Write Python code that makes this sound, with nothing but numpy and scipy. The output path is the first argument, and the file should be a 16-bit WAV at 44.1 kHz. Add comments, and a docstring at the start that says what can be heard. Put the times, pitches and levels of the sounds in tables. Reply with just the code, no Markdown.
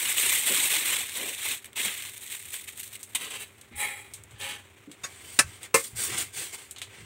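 """An outdoor food stall, one microphone at arm's reach from the cook; close surfaces smear the crackle.
For three seconds he folds aluminium foil round a burger, creases buckling, then sets the parcel down
on the steel griddle. Next he shoves a pan of noodles aside and drags it back, scraping and ringing.
From about five seconds he knocks steel utensils at the side table and pulls a fresh sheet off the stack.
Throughout, the griddle sizzles faintly over low street rumble and a machine hum."""
import sys
import numpy as np
from scipy import signal
from scipy.fft import rfft, irfft, next_fast_len
from scipy.io import wavfile
from scipy.ndimage import uniform_filter1d, map_coordinates

SR = 44100
rng = np.random.default_rng(int(sys.argv[2]) if len(sys.argv) > 2 else 0)


def to_wav(s):
    """Save 16-bit WAV."""
    ch = np.atleast_2d(s).T  # columns
    pcm = np.round(np.clip(ch, -1, 1) * 32767)  # PCM
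    wavfile.write(sys.argv[1], SR, pcm.astype(np.int16))


N = 310905

# Levels are relative within a table; fine_db, hiss_db, grit_db and treble_db are offsets from level_db.
# hands folding the foil: start_s, length_s, level_db, fine_db, release_t60_s
FOIL_FOLDS = [(-0.026, 0.14, -30.5, 2.5, 0.45), (0.154, .21, -29, 4.5, 0.92), (0.454, 0.2, -28, 4, 0.62),
              (0.689, 0.075, -27, 1.5, .7), (0.836, 0.11, -27.5, 0.5, 0.57), (1.068, 0.04, -41.5, 3, 0.55),
              (1.137, 0.15, -34.5, 0.5, 0.58), (1.36, 0.08, -38, 1.4, .28), (1.426, 0.11, -33, 1.6, 0.2),
              (1.638, 0.021, -41, 2, 0.05), (1.753, 0.12, -29.5, -1.5, 0.36),
              (1.896, 0.17, -40.5, .8, 0.39), (2.202, 0.066, -44.5, 2.5, .31),
              (2.289, 0.06, -41, 3.5, 0.16), (2.515, 0.041, -37, 4.5, .25), (2.668, 0.017, -36, 1, 0.071),
              (2.754, 0.11, -50.5, 10, 0.27), (2.922, 0.013, -43, 4.5, 0.24)]
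# creases snapping through: start_s, level_db
CREASE_SNAPS = [(0.1824, -10), (0.266, -14), (0.3444, -28), (0.6704, -24), (0.7044, -17), (0.9677, -25),
                (1.0949, -19), (1.6452, -24), (1.731, -32), (1.7595, -25), (1.8736, -22), (2.052, -24),
                (2.3494, -21), (2.5422, -24.5), (2.6814, -31), (2.783, -30), (2.8116, -33)]
# palms pressing foil onto the bun: centre_s, half_length_s, pitch_hz, level_db
PALM_PRESSES = [(0.521, 0.021, 356, -35), (1.244, 0.066, 426, -43.5)]
# pulls of a fresh sheet: start_s, length_s, level_db, hiss_db, release_t60_s
SHEET_PULLS = [(4.98, 0.27, -51.5, -4, .25), (5.203, 0.17, -50.5, 3, 0.17), (5.418, 0.11, -51, -3, 0.63),
               (5.605, 0.05, -45, -6.5, 0.11), (5.765, 0.043, -49, 11, 0.18), (5.82, 0.032, -50, 12, 0.26),
               (5.948, 0.11, -37, 6.5, 0.22), (6.055, 0.1, -34, -4.5, 0.4),
               (6.154, 0.062, -36.5, 5.5, 0.17), (6.322, .11, -39, 2, 0.38), (6.52, 0.03, -40, 1.5, 0.071),
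               (6.557, 0.05, -50, 1.2, 0.43), (6.85, .167, -48.6, -11, .29)]
# shoves of the pan: start_s, rise_s, length_s, release_t60_s, level_db, grit_db,
# ring_db (relative to the scrape), ring_tilt_db_per_octave, squeak_share (of the grit's power)
PAN_SHOVES = [(3.165, 0.085, .083, 0.36, -37.5, -1.5, -6, 6, .05),
              (3.3, 0.027, 0.056, 0.28, -39.5, -4, -7, -3.5, .05),
              (3.397, 0.014, 0.034, 0.12, -48, 7, 3, 7, 0.046),
              (3.768, 0.081, 0.069, 0.57, -38.5, 8, 8, 0.5, 0.56),
              (4.389, 0.053, 0.13, 0.31, -38, -5, -4, -1.5, 0.11)]
# heavier knocks: start_s, level_db, rattle_s, crack_t60_s, object (0 parcel, 1 ladle, 2 pot, 3 bowl)
KNOCKS = [(3.148, -19, 0.0043, 0.072, 0), (5.034, -32.5, 0.0079, 0.12, 3), (5.3894, -8.5, 0.0011, 0.075, 1),
          (5.742, -12.5, 0.0024, 0.14, 2)]
# fingers and utensils tapping metal: start_s, level_db, treble_db, ring_t60_s
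METAL_TAPS = [(3.030, -21, 5, 0.094), (3.249, -24.5, 8, .04), (3.613, -29, -3, 0.05), (4.137, -22, 1, 0.14),
              (4.2366, -29.5, 4, 0.03), (4.31, -39, 0, 0.13), (4.412, -21.5, -15, 0.16),
              (4.915, -30, -8.5, 0.12), (5.631, -24, -2, 0.12), (6.71, -21, 5, 0.082),
              (6.762, -28, -21, 0.17), (6.784, -25.5, -9, 0.084), (6.817, -18.5, -13, 0.14)]
# dull bumps against the cart: start_s, level_db, pitch_hz, t60_s
CART_BUMPS = [(0.504, -37.5, 181, 0.14), (1.844, -35.5, 195, 0.1), (3.711, -46.5, 234, 0.17),
              (3.734, -41, 80, 0.2), (4.327, -48, 110, 0.28), (4.872, -39.5, 289, 0.18),
              (5.393, -34, 122, 0.11), (5.441, -38, 87.3, 0.23), (5.745, -43, 95, 0.15),
              (5.928, -42, 112, 0.45), (6.11, -44, 132, 0.27), (6.982, -45.5, 106, 0.54)]
# partials of the machine hum: pitch_hz, level_db
HUM_PARTIALS = [(102.3, -72.5), (215.3, -73), (290.7, -77), (393, -69.5)]

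# resonances of the steelware: pitch_hz, width_hz, level_db
PAN_MODES = [(542, 4.3, 2), (680, 23, -20), (822, 29, 2.5), (1024, 26, -12), (1266, 18, -6), (1730, 46, -1),
             (1802, 18, 3.5), (2000, 88, -2), (2203, 31, 5), (2374, 17, 5.5), (2470, 31, 4),
             (2700, 18, -10), (3280, 25, -1.5), (3360, 29, -14), (3600, 33, -10), (3930, 31, -2)]
PAN_SQUEAK_MODES = [(5230, 32, -9), (6750, 45, -8), (8050, 24, -9), (7700, 16, 5.5), (9000, 110, -0.5),
                    (9900, 58, -8), (10900, 76, -16)]  # high modes woken by a hard scrape
LADLE_MODES = [(640, 71, -4), (1120, 17, -2.5), (1304, 28, 3), (1400, 56, -19), (1545, 18, 2.5),
               (1740, 34, 10.5), (2290, 18, -9), (2520, 21, -9), (2588, 22, 1), (2640, 17, 1),
               (3830, 130, 2), (7040, 74, -6), (8400, 35, 9.5), (9650, 34, 9)]
POT_MODES = [(460, 17, 1.5), (540, 14, -4), (1070, 22, -4.5), (1156, 14, -14), (1283, 24, -4.5),
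             (1770, 19, -7), (2120, 17, -3), (2390, 19, -20), (2685, 31, -5), (7620, 26, -13.5),
             (7966, 26, -3), (8700, 40, -4.5)]
BOWL_MODES = [(1110, 17, 11), (1280, 29, 6), (2250, 35, 5), (2640, 63, -3), (3650, 160, -1), (4920, 50, -1),
              (6750, 50, 11.5)]

# spectra at the microphone: frequency_hz, density_db
CRINKLE_SPECTRUM = [(100, -25), (250, -10), (460, -8), (700, -12), (1400, -8), (2100, 5.5), (3700, -0.5),
                    (4900, -17), (6800, -8), (8400, 2.5), (10500, -7.5), (14000, -6), (16000, -8.5)]
SNAP_SPECTRUM = [(1000, -44), (1800, 4.5), (3700, 0.5), (5000, -14), (8400, 1), (11000, -7), (16000, -12)]
RUB_SPECTRUM = [(85, 0.5), (160, -12.5), (400, -3), (800, -11.5), (1700, 1.5), (2150, 9.5), (2600, 4),
                (3400, 3), (4800, -11), (6800, -5.5), (8500, 4), (11000, -9.5), (16000, -9)]
SCRAPE_SPECTRUM = [(85, -13), (200, -8), (400, -8), (1400, -7), (2300, -3.5), (3500, 1.5), (5000, -18),
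                   (6800, -7.5), (8500, 6), (10500, -2.5), (16000, -3)]
CRACK_SPECTRA = [
    [(150, -10), (600, -16), (1000, -8.5), (1500, -12), (2200, 0.5), (3600, 5), (4900, -16.5), (8600, 3),
     (11500, -9), (15500, -9)],
    [(150, -14), (330, -19), (600, -12), (1000, -18), (1600, -7.5), (2600, -10), (3200, -19.5), (3900, -16),
     (5600, -13), (8700, -12.5), (11500, -24), (15500, -27)],
    [(150, -12.5), (500, -7), (700, -14), (1100, -2), (1550, -13.5), (2400, -4), (3200, -17.5), (6000, -11),
     (8300, -8), (11000, -14), (15500, -18)],
]  # dense modes, one spectrum each for parcel, ladle and pot
TAP_SPECTRUM = [(300, -14.5), (1500, -11.5), (2300, -3), (3700, 2), (5000, -11), (8300, 10), (11000, -4),
                (16000, -5)]
AMBIENCE_SPECTRUM = [(45, -13.5), (95, 2), (180, -9), (350, -4.5), (650, -9.5), (1500, -9), (2200, -5.5),
                     (3700, -13.5), (4900, -24.5), (8300, -14), (11000, -26.5), (15500, -23)]  # street and sizzle together


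def wrapping():
    """Hard crumpling buckles many foil creases at once; gentle folding lets single ones stand out."""
    folds = [(gesture(start, 0.034, length, t60), db, fine_db)
             for start, length, db, fine_db, t60 in FOIL_FOLDS]
    turning_in_hands = (gesture(2.07, rise_s=0.034, length_s=0.38, t60_s=3.04), -49.5, 5.5)
    crinkle, fine = combine_gestures(folds + [turning_in_hands])
    gains = [crinkle, fine, amp(-18) * crinkle]  # every fold flexes the sheet a little
    dense_share = np.clip(crinkle / amp(-36), 0, 1) ** 2
    dense = crackle(per_s=4500, spread_db=1.5, clump_db=1.5, scatter=0.87, t60_s=0.025)
    dense = flexing(dense, patch_db=2.5, frame_samples=512, frames=3)
    dense = foil_bands(dense, CRINKLE_SPECTRUM, gains, mid_db=-3, fine_db=-1.5, low_db=-1.5)
    sparse = crackle(per_s=1500, spread_db=5.5, clump_db=2.5, scatter=1.13, t60_s=0.025)
    sparse = flexing(sparse, patch_db=2, frame_samples=128, frames=5)
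    sparse = foil_bands(sparse, CRINKLE_SPECTRUM, gains, mid_db=-3, fine_db=-1, low_db=-28)
    return np.sqrt(dense_share) * dense + np.sqrt(1 - dense_share) * sparse


def crease_snaps():
    """A crease pops in about a millisecond, too small to radiate bass."""
    out, t = np.zeros(N), np.arange(SR // 8) / SR
    pop = amp(-60 * t / 0.007) + amp(-19 - 60 * t / 0.07)
    for start, db in CREASE_SNAPS:
        add(out, start, amp(db - 6.5) * burst(SNAP_SPECTRUM, len(t)) * pop)
    return out


def palm_presses():
    """Palms smooth the foil over the bun and the pocket inside sounds hollow."""
    t = np.arange(N) / SR
    return sum(amp(db) * np.exp(-((t - centre) / half_length) ** 2) * noise_band(hz * 0.58, hz * 1.53)
               for centre, half_length, hz, db in PALM_PRESSES)


def fresh_sheet():
    """A smooth sheet rubs over the stack: very fine, even grain with a tinny colour."""
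    grains = crackle(per_s=8200, spread_db=2, clump_db=1, scatter=1, t60_s=0.012)
    grains = ringing(grains, t60_s=0.08, share=0.15)
    grains = flexing(grains, patch_db=2.5, frame_samples=1024, frames=5)
    pulls = [(gesture(start, 0.79 * length, length, t60), db, hiss_db)  # most of a pull is speeding up
             for start, length, db, hiss_db, t60 in SHEET_PULLS]
    rub, hiss = combine_gestures(pulls)
    return foil_bands(grains, RUB_SPECTRUM, [rub, hiss, rub], mid_db=-3.2, fine_db=1.5, low_db=-10.5)


def pan_shoves():
    """Tiny slips of the pan's base on the griddle excite its resonances; grit hisses above them."""
    out = np.zeros(N)
    slips = crackle(per_s=1900, spread_db=4.5, clump_db=0.15, scatter=0.75, t60_s=0.044)
    rasp = coloured(ringing(slips, t60_s=0.059, share=0.46), SCRAPE_SPECTRUM)
    coarse, fine = unit(band(rasp, 69, 6150)), unit(band(rasp, 5200, 16400))
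    squeak = resonate(slips, PAN_SQUEAK_MODES, tilt_db_per_octave=6)
    creep_s = 0.065  # the pan creeps before it breaks loose
    for start, rise, length, t60, db, grit_db, ring_db, tilt, squeak_share in PAN_SHOVES:
        creep = amp(-19.5) * gesture(start - creep_s, rise, creep_s, t60)
        scrape = amp(db) * np.hypot(gesture(start, rise, length, t60), creep)
        grit = amp(db + grit_db - 2) * gesture(start - 0.18 * rise, rise, length, t60)  # slightly ahead
        out += scrape * (amp(ring_db) * resonate(slips, PAN_MODES, tilt) + coarse)
        out += grit * (np.sqrt(squeak_share) * squeak + np.sqrt(1 - squeak_share) * fine)
    return out


def knocks():
    """A contact rattles for milliseconds; then dense modes die fast and steel's main modes ring on."""
    out, t = np.zeros(N), np.arange(SR // 2) / SR
    parcel, ladle, pot = CRACK_SPECTRA
    objects = [(parcel, []), (ladle, LADLE_MODES), (pot, POT_MODES), (ladle, BOWL_MODES)]
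    ring_rise = 1 - np.exp(-t / 0.0051)
    for start, db, rattle_s, t60, struck in KNOCKS:
        spectrum, modes = objects[struck]
        free_s = np.maximum(t - 2 * rattle_s, 0)  # time since the contact let go
        sound = amp(-3) * burst(spectrum) * (amp(-60 * free_s / t60) + amp(-27 - 60 * t / 0.23))
        mode_norm = np.sqrt(sum((amp(mode_db) * width) ** 2 for _, width, mode_db in modes))
        for hz, width, mode_db in modes:
            ring = np.sin(2 * np.pi * (hz * t + rng.random())) * np.exp(-np.pi * width * free_s)
            sound += amp(4 + mode_db + rng.normal(0, 1)) * width / mode_norm * ring * ring_rise
        attack = 1 - np.exp(-t / (0.38 * rattle_s))
        add(out, start, amp(db) * sound * attack)
    return out


def metal_taps():
    """Light contacts on metal give a sharp tick and a short, dense ring."""
    out, t = np.zeros(N), np.arange(SR // 2) / SR
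    tick = amp(-1.5 - 60 * t / 0.008)
    for start, db, treble_db, t60 in METAL_TAPS:
        noise = burst(TAP_SPECTRUM)
        noise = unit(band(noise, 100, 5000) + amp(treble_db) * band(noise, 5000, 16000))
        ring = amp(-1 - 60 * t / t60)
        add(out, start, amp(db - 14) * noise * (tick + ring))
    return out


def cart_bumps():
    """Soft pushes make the cart and its table top boom briefly."""
    out, t = np.zeros(N), np.arange(SR // 2) / SR
    attack = 1 - np.exp(-t / 0.009)
    for start, db, hz, t60 in CART_BUMPS:
        boom = np.sin(2 * np.pi * hz * t) + 0.6 * noise_band(hz * 0.49, hz * 1.6, len(t))
        add(out, start, amp(db + 2 - 60 * t / t60) * attack * boom)
    return out


def stall_ambience():
    """Behind the cook: a faint sizzle, street rumble and a slightly unsteady machine hum."""
    t = np.arange(N) / SR
    sizzle = crackle(per_s=5000, spread_db=0.5, clump_db=1.95, scatter=2.8, t60_s=0.013)
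    bed = unit(coloured(sizzle, AMBIENCE_SPECTRUM))
    rumble = amp(-64.5 + 3.1 * wobble(4)) * noise_band(92, 100)
    hum = sum(amp(db + 1.5 * wobble(4)) * np.sqrt(2) * np.sin(2 * np.pi * hz * t + 1.1 * wobble(6.5))
              for hz, db in HUM_PARTIALS)
    return amp(-57 + 0.36 * wobble(0.74)) * bed + rumble + hum


def crackle(per_s, spread_db, clump_db, scatter, t60_s):
    """Clumped micro-clicks of uneven size, each trailed by its scatter off the stall's close surfaces."""
    clicks = (rng.random(N) < per_s / SR) * rng.choice([-1, 1], N)
    clicks = clicks * amp(spread_db * np.clip(rng.standard_normal(N), -3, 2.3) + clump_db * wobble(90))
    retained = amp(-120 / (t60_s * SR))  # energy left after one sample
    energy = signal.lfilter([1 - retained], [1, -retained], clicks ** 2)
    return unit(clicks + scatter * np.sqrt(energy) * rng.standard_normal(N))


def foil_bands(grains, spectrum, gains, mid_db, fine_db, low_db):
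    """Broad folds speak in the middle, fine creases on top, the flexing sheet below."""
    foil = coloured(grains, spectrum)
    mid, fine, low = gains
    return (amp(mid_db) * mid * unit(band(foil, 1000, 6380))
            + amp(fine_db) * fine * unit(band(foil, 4120, 23300))
            + amp(low_db) * low * unit(band(foil, 62, 1060)))


def flexing(x, patch_db, frame_samples, frames):
    """A bending sheet's resonances keep shifting: random patches of gain, each a few frames long."""
    spectra = signal.stft(x, nperseg=frame_samples)[2]
    patches = uniform_filter1d(rng.standard_normal(spectra.shape), 3, axis=0)
    patches = unit(uniform_filter1d(patches, frames, axis=1))
    return signal.istft(spectra * amp(patch_db * patches), nperseg=frame_samples)[1][:N]


def ringing(x, t60_s, share):
    """A share of the power passes through the many close modes of a metal sheet."""
    t = np.arange(SR // 3) / SR
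    tail = rng.standard_normal(len(t)) * amp(-60 * t / t60_s)
    ring = signal.fftconvolve(x, tail / np.linalg.norm(tail))[:N]
    return np.sqrt(1 - share) * x + np.sqrt(share) * ring


def resonate(x, modes, tilt_db_per_octave):
    """x drives decaying modes; the result has rms 1."""
    t = np.arange(SR // 4) / SR
    ring = np.zeros(len(t))
    for hz, width, db in modes:
        gain = amp(db + tilt_db_per_octave * np.log2(hz / 2000)) * width
        ring += gain * np.exp(-np.pi * width * t) * np.sin(2 * np.pi * (hz * t + rng.random()))
    return unit(signal.fftconvolve(x, ring)[:N])


def gesture(start_s, rise_s, length_s, t60_s):
    """Gain of one hand movement: it swells, holds until its length is over, then dies away."""
    out = np.zeros(N)
    span = np.arange(max(int(start_s * SR), 0), min(int((start_s + length_s + t60_s) * SR), N))
    t = span / SR - start_s
    swell = np.sin(np.pi / 2 * np.clip(t / rise_s, 0, 1))
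    out[span] = swell * amp(-60 * np.maximum(t - length_s, 0) / t60_s)
    return out


def combine_gestures(moves):
    """Main and treble gain of overlapping moves (curve, level_db, treble_db); their powers add."""
    curves, db, treble_db = map(np.array, zip(*moves))
    return np.sqrt(amp([db, db + treble_db]) ** 2 @ curves ** 2)


def amp(db):
    """Decibels to gain."""
    return 10 ** (np.asarray(db) / 20)


def unit(x):
    """Scale to rms 1."""
    return x / np.sqrt(np.mean(x ** 2) + 1e-20)


def filtered(x, response):
    """Filter x by a gain that is a function of frequency."""
    size = next_fast_len(len(x) + SR // 4)
    return irfft(rfft(x, size) * response(np.fft.rfftfreq(size, 1 / SR)), size)[:len(x)]


def coloured(x, spectrum):
    """Filter x by a spectrum table on a log axis, falling away below its first point."""
    hz, db = np.transpose(spectrum)
    return filtered(x, lambda f: amp(np.interp(np.log(f + 1), np.log(hz), db))
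                    * np.minimum(f / hz[0], 1) ** 2)


def band(x, low_hz, high_hz):
    """Band-pass with soft edges."""
    return filtered(x, lambda f: ((1 + (low_hz / (f + 1)) ** 12) * (1 + (f / high_hz) ** 12)) ** -0.5)


def noise_band(low_hz, high_hz, samples=N):
    """Band-passed noise of rms 1."""
    return unit(band(rng.standard_normal(samples), low_hz, high_hz))


def burst(spectrum, samples=SR // 2):
    """Coloured noise of rms 1."""
    return unit(coloured(rng.standard_normal(samples), spectrum))


def wobble(knots_per_s):
    """A smooth random curve."""
    knots = rng.standard_normal(int(N * knots_per_s / SR) + 4)
    return map_coordinates(knots, [np.arange(N) * knots_per_s / SR])


def add(track, start_s, sound):
    """Mix a sound in at start_s."""
    part = track[round(start_s * SR):][:len(sound)]
    part += sound[:len(part)]


def scene():
    """The cook works within arm's reach of one microphone, the street behind him."""
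    foil = wrapping() + crease_snaps() + palm_presses() + fresh_sheet()
    return (foil + pan_shoves() + metal_taps() + knocks() + cart_bumps() + stall_ambience())[None]


def record(dry):
    """The recorder rounds the highest peaks and keeps nothing above its band limit."""
    ceiling, top_hz = 0.85, 15750
    rounded = dry[0] / (1 + np.abs(dry[0] / ceiling) ** 6) ** (1 / 6)
    return filtered(rounded, lambda f: f < top_hz)[None]


dry = scene()
out = record(dry)
to_wav(out)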